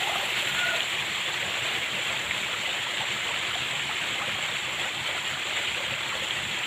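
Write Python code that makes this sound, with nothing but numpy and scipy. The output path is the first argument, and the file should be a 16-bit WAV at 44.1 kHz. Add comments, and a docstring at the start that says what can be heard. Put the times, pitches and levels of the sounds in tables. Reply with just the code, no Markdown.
"""An irrigation ditch beside a rice field, where water rushes over a small step.
Patchy noise and swarms of damped sines make the churning sheet, its hiss and its ringing bubbles.
The pool below rumbles with low noise and gurgles with larger bubbles; short slaps add the spatter.
In the first second a distant bird, perhaps a rooster, holds the last notes of its call:
quavering sines with a hoarse flutter, smeared by a decaying noise echo."""
import sys
import numpy as np
from scipy import signal
from scipy.fft import rfft, irfft, next_fast_len
from scipy.io import wavfile
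from scipy.ndimage import uniform_filter1d, map_coordinates

SR = 44100
rng = np.random.default_rng(int(sys.argv[2]) if len(sys.argv) > 2 else 0)


def inscribe(sig):
    """Save sig as 16-bit PCM at rate SR to the path in sys.argv[1].

    A 1-D sig is mono; a 2-D sig holds one channel per row.
    Samples are clipped to [-1, 1] before scaling.
    """
    pcm = np.round(np.clip(np.atleast_2d(sig).T, -1, 1) * 32767)
    wavfile.write(sys.argv[1], SR, pcm.astype(np.int16))


N = 293706


def amp(db):
    """Decibels to gain."""
    return 10 ** (np.asarray(db) / 20)


def unit(x):
    """Scale to rms 1."""
    return x / np.sqrt(np.mean(x ** 2) + 1e-20)


def along(points, hz):
    """Read (Hz, value) points on a log frequency axis."""
    point_hz, value = np.transpose(points)
    return np.interp(np.log(hz + 1), np.log(point_hz + 1), value)


def curves(rows):
    """One value per sample for each column after the time in seconds."""
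    s, *columns = np.transpose(rows)
    return [np.interp(np.arange(N) / SR, s, column) for column in columns]


def wobble(rate):
    """A smooth random curve at rms 1, with `rate` knots a second."""
    knots = rng.standard_normal(1024)
    position = np.arange(N) * rate / SR
    return unit(map_coordinates(knots, [position], mode="wrap"))


def filtered(x, response):
    """Multiply the spectrum of x by a response of frequency."""
    size = next_fast_len(N + SR // 2)
    hz = np.fft.rfftfreq(size, 1 / SR)
    return irfft(rfft(x, size) * response(hz), size)[:N]


def coloured(x, spectrum):
    """Shape x with a table of (Hz, dB) and bring it to rms 1."""
    return unit(filtered(x, lambda hz: amp(along(spectrum, hz))))


def churn(patchy_db):
    """White noise whose strength drifts in patches of time and pitch, like broken water."""
    noise = signal.stft(rng.standard_normal(N), nperseg=512)[2]
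    patches = rng.standard_normal(noise.shape)
    patches = uniform_filter1d(patches, size=7, axis=0)  # smooth across pitch
    patches = uniform_filter1d(patches, size=9, axis=1)  # smooth across time
    return unit(signal.istft(noise * amp(patchy_db * unit(patches)), nperseg=512)[1][:N])


def bubbles(s, gain, hz, cycles, rise, size):
    """Damped sines that decay by 1/e in `cycles`; the pitch climbs as each bubble nears the surface."""
    turns = hz[:, None] * np.arange(size) / SR
    age = turns / cycles
    envelope = np.exp(-age) * (1 - np.exp(-6 * age))
    ring = envelope * np.sin(2 * np.pi * turns * (1 + rise * age / 2))
    where = np.round(np.abs(s) * SR).astype(int)[:, None] + np.arange(size)
    return np.bincount(where.ravel(), (gain[:, None] * ring).ravel(), N)[:N]


def swarm(low_hz, high_hz, cycles, rise, spread_db, count, size):
    """Bubbles at random moments, many faint and a few strong, at rms 1."""
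    when, pitch, strength = rng.random((count, 3)).T
    hz = low_hz + (high_hz - low_hz) * pitch
    strength_db = -spread_db * np.log(np.maximum(strength, 1 / 100))
    gain = amp(strength_db) * np.sqrt(hz)
    return unit(bubbles(when * N / SR, gain, hz, cycles, rise, size))


# tone of the churning water: pitch_hz [Hz], level_db [relative dB per Hz]
RUSH_TONE = [(160, -55), (280, -11), (350, -4), (435, -8.5), (530, -7), (900, -5), (1550, -6.5), (2050, 0),
             (3300, -0.25), (3750, -6), (4400, -14), (4950, -26), (6700, -56), (11000, -110)]
# tone of the spray: pitch_hz [Hz], level_db [relative dB per Hz]
SPRAY_TONE = [(3800, -42), (5000, -19), (6200, -16), (6700, -10.5), (7250, -2), (7700, -4.5), (8400, -14.5),
              (9200, -21), (10800, -21.5), (11600, -27), (14000, -28), (15400, -20.5)]
# tone of the finest spray: pitch_hz [Hz], level_db [relative dB per Hz]
MIST_TONE = [(3000, -13), (5000, -1.5), (10000, -0.5), (15000, -3)]
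# the rush fades as the microphone turns away from the step: time_s [s], level_db [dB]
RUSH_FADE = [(0, -28), (0.8, -28.5), (1.4, -29.5), (2.5, -30.5), (3.9, -30), (5.3, -31), (5.9, -30.5),
             (6.66, -31.5)]
# the mist dulls as the microphone turns away from the spray: time_s [s], mist_gain_db [dB]
MIST_FACING = [(0, 5), (0.5, 6), (0.8, 4.5), (1.2, 0), (2.3, 2.5), (3, -2), (6.66, 0)]
SWELL_DB, SWELLS_PER_S = 0.37, 14  # the spill swells and slackens at random: rms depth, knots a second
SPRAY_DB, MIST_DB = -43.5, -55.5  # hiss levels before the flow and facing move them
HISS_FOLLOWS = 0.71  # share of each rise and fall of the flow, in dB, that the hiss follows


def stream():
    """Each surge of the flow throws more foam, bubbles and spray."""
    level_db, = curves(RUSH_FADE)
    facing_db, = curves(MIST_FACING)
    flow_db = level_db + SWELL_DB * wobble(SWELLS_PER_S)
    surge_db = 0.58 * wobble(40) + 0.5 * wobble(95)

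    fizz = swarm(1415, 5020, cycles=3.7, rise=0.0067, spread_db=2.5, count=11000, size=400)
    tinkle = swarm(1207.0, 4600, cycles=32.3, rise=0.0073, spread_db=2.5, count=2400, size=2400)
    water = coloured(churn(patchy_db=1.3) + amp(-10.5) * fizz + amp(-12.5) * tinkle, RUSH_TONE)

    droplets = swarm(5500, 9000, cycles=30, rise=0.0061, spread_db=3.0, count=3000, size=1200)
    spray = coloured(churn(patchy_db=1.4) + amp(-13) * droplets, SPRAY_TONE)

    prickle = swarm(5260, 16350, cycles=9.6, rise=0.01, spread_db=3.0, count=14000, size=280)
    mist = coloured(churn(patchy_db=3.5) + amp(-2) * prickle, MIST_TONE)

    # the tiniest bubbles are so many that they even out: the hiss follows the flow only in part
    hiss_db = HISS_FOLLOWS * (flow_db - np.mean(flow_db) + surge_db)
    rush = amp(flow_db + surge_db) * water
    hiss = amp(hiss_db + SPRAY_DB) * spray
    return rush + hiss + amp(hiss_db + facing_db + MIST_DB) * mist


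# tone of the rumble under the step: pitch_hz [Hz], level_db [relative dB per Hz]
POOL_TONE = [(20, -31), (35, -21), (50, -20), (65, -3.5), (85, -3.5), (135, 4), (170, -4), (205, 1),
             (260, -8.5), (340, -8.5), (500, -33.5)]
# the gurgle comes forward as the microphone turns towards the pool: time_s [s], level_db [dB]
GURGLE_RISE = [(0, -44), (6.66, -42)]
# single large bubbles: start_s [s], level_db [dB, before the ring's envelope], pitch_hz [Hz, at the start]
LARGE_BUBBLES = [(0.094, -23.5, 664), (0.155, -23, 682), (0.157, -19.5, 1210), (0.228, -25.5, 570),
                 (0.424, -26.5, 572), (2.868, -24.5, 935), (2.935, -29.5, 574), (3.510, -22, 1320),
                 (3.555, -23.5, 705), (3.893, -25.5, 827), (3.912, -22, 1260), (4.278, -26.5, 530),
                 (6.222, -29, 518)]


def pool():
    """Air driven under the surface rumbles and gurgles."""
    rumble = coloured(churn(patchy_db=2.0), POOL_TONE) * amp(-47.5 + 1.37 * wobble(16))
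    gurgle = swarm(458.4, 1762, cycles=7.3, rise=0.034, spread_db=2.5, count=1900, size=2800)
    gurgle_db, = curves(GURGLE_RISE)
    gurgle = amp(gurgle_db + 2.9 * wobble(16)) * gurgle
    s, db, hz = np.transpose(LARGE_BUBBLES)
    glugs = bubbles(s, amp(db), hz, cycles=4.8, rise=0.026, size=4400)
    return rumble + gurgle + glugs


# the bird's notes: start_s [s], length_s [s], pitch_hz [Hz], level_db [rms dB before the quaver],
# hoarseness [0-1]
BIRD_NOTES = [(0.0, 0.24, 786, -35, 0.78), (0.471, 0.115, 1428, -39, 0.7), (0.567, 0.2, 1450, -31.5, 0.33),
              (0.6, 0.126, 704, -42, 0.94), (0.72, 0.086, 668, -36.5, 0.94)]
# echo decay among house walls and trees: pitch_hz [Hz], t60_s [s]
YARD_DECAY = [(200, .25), (1500, 0.37), (8000, 0.1)]
ECHO_DB = -10.5  # the yard's answer


def bird():
    """Far-off hoarse notes, smeared by yard echoes: noise whose decay time depends on pitch."""
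    call = sum(note(*row) for row in BIRD_NOTES)
    hz, t, noise = signal.stft(rng.standard_normal(SR // 2), SR, nperseg=256)
    decay = amp(-60 * t / along(YARD_DECAY, hz)[:, None])
    tail = signal.istft(noise * decay, SR, nperseg=256)[1]
    echo = signal.fftconvolve(call, tail / np.linalg.norm(tail))[:N]
    return call + amp(ECHO_DB) * echo


ATTACK_S, RELEASE_S = 0.0071, 0.05  # of every note
SAG_SHARE = 0.026  # the pitch drops by this share as a note dies
QUAVER_PER_S, QUAVER_DB = 20, 3  # a held note pulses up and down by this many dB
HOARSE_HZ, HOARSE_DB = 40, 2.4  # rms flutter of pitch and level at hoarseness 1


def note(start, length, hz, db, hoarse):
    """One held, quavering sine that sags in pitch as it dies."""
    age = np.arange(N) / SR - start
    opening = np.clip(age / ATTACK_S, 0, 1)
    closing = np.clip((length - age) / RELEASE_S, 0, 1)
    pitch = hz * (1 - SAG_SHARE * (1 - closing)) + hoarse * HOARSE_HZ * wobble(130)
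    quaver_db = -QUAVER_DB * np.cos(2 * np.pi * QUAVER_PER_S * age)
    flutter_db = hoarse * HOARSE_DB * wobble(110)
    tone = np.sqrt(2) * np.sin(2 * np.pi * np.cumsum(pitch) / SR)
    return opening * closing * amp(db + flutter_db + quaver_db) * tone


# single splashes: start_s [s], level_db [dB, before envelope and tone], pitch_hz [Hz, at the start]
DROP_SLAPS = [(0.8061, -6, 3220), (1.4291, -13, 2200), (2.3104, -7.5, 2150), (2.3166, -13, 1920),
              (2.5301, -12, 3290), (3.7952, -14, 2680), (5.9388, -14, 2570), (6.3086, -8, 3220),
              (6.6353, -14, 2860)]
SLAP_CYCLES = 2.9  # a slap decays by 1/e in this many cycles
FOAM_DB, FOAM_T60_S = -17, 0.091  # noise burst: level against its slap, decay time


def splashes():
    """Thrown drops slap the surface, each with a short burst of foam; both take the rush's tone."""
    s, db, hz = np.transpose(DROP_SLAPS)
    slap = bubbles(s, amp(db), hz, cycles=SLAP_CYCLES, rise=0.012, size=600)
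    kicks = np.bincount(np.round(s * SR).astype(int), amp(db), N)[:N]
    decay = amp(-60 * np.arange(SR // 5) / SR / FOAM_T60_S)
    foam = signal.fftconvolve(kicks, decay)[:N] * rng.standard_normal(N)
    return filtered(slap + amp(FOAM_DB) * foam, lambda hz: amp(along(RUSH_TONE, hz)))


def scene():
    """The ditch close by, the bird far off, mixed to one channel."""
    return (stream() + pool() + bird() + splashes())[None]


TOP_HZ = 15520  # band limit


def record(dry):
    """A sharp cut-off keeps nothing above the band limit."""
    return np.array([filtered(x, lambda hz: hz < TOP_HZ) for x in dry])


dry = scene()
out = record(dry)
inscribe(out)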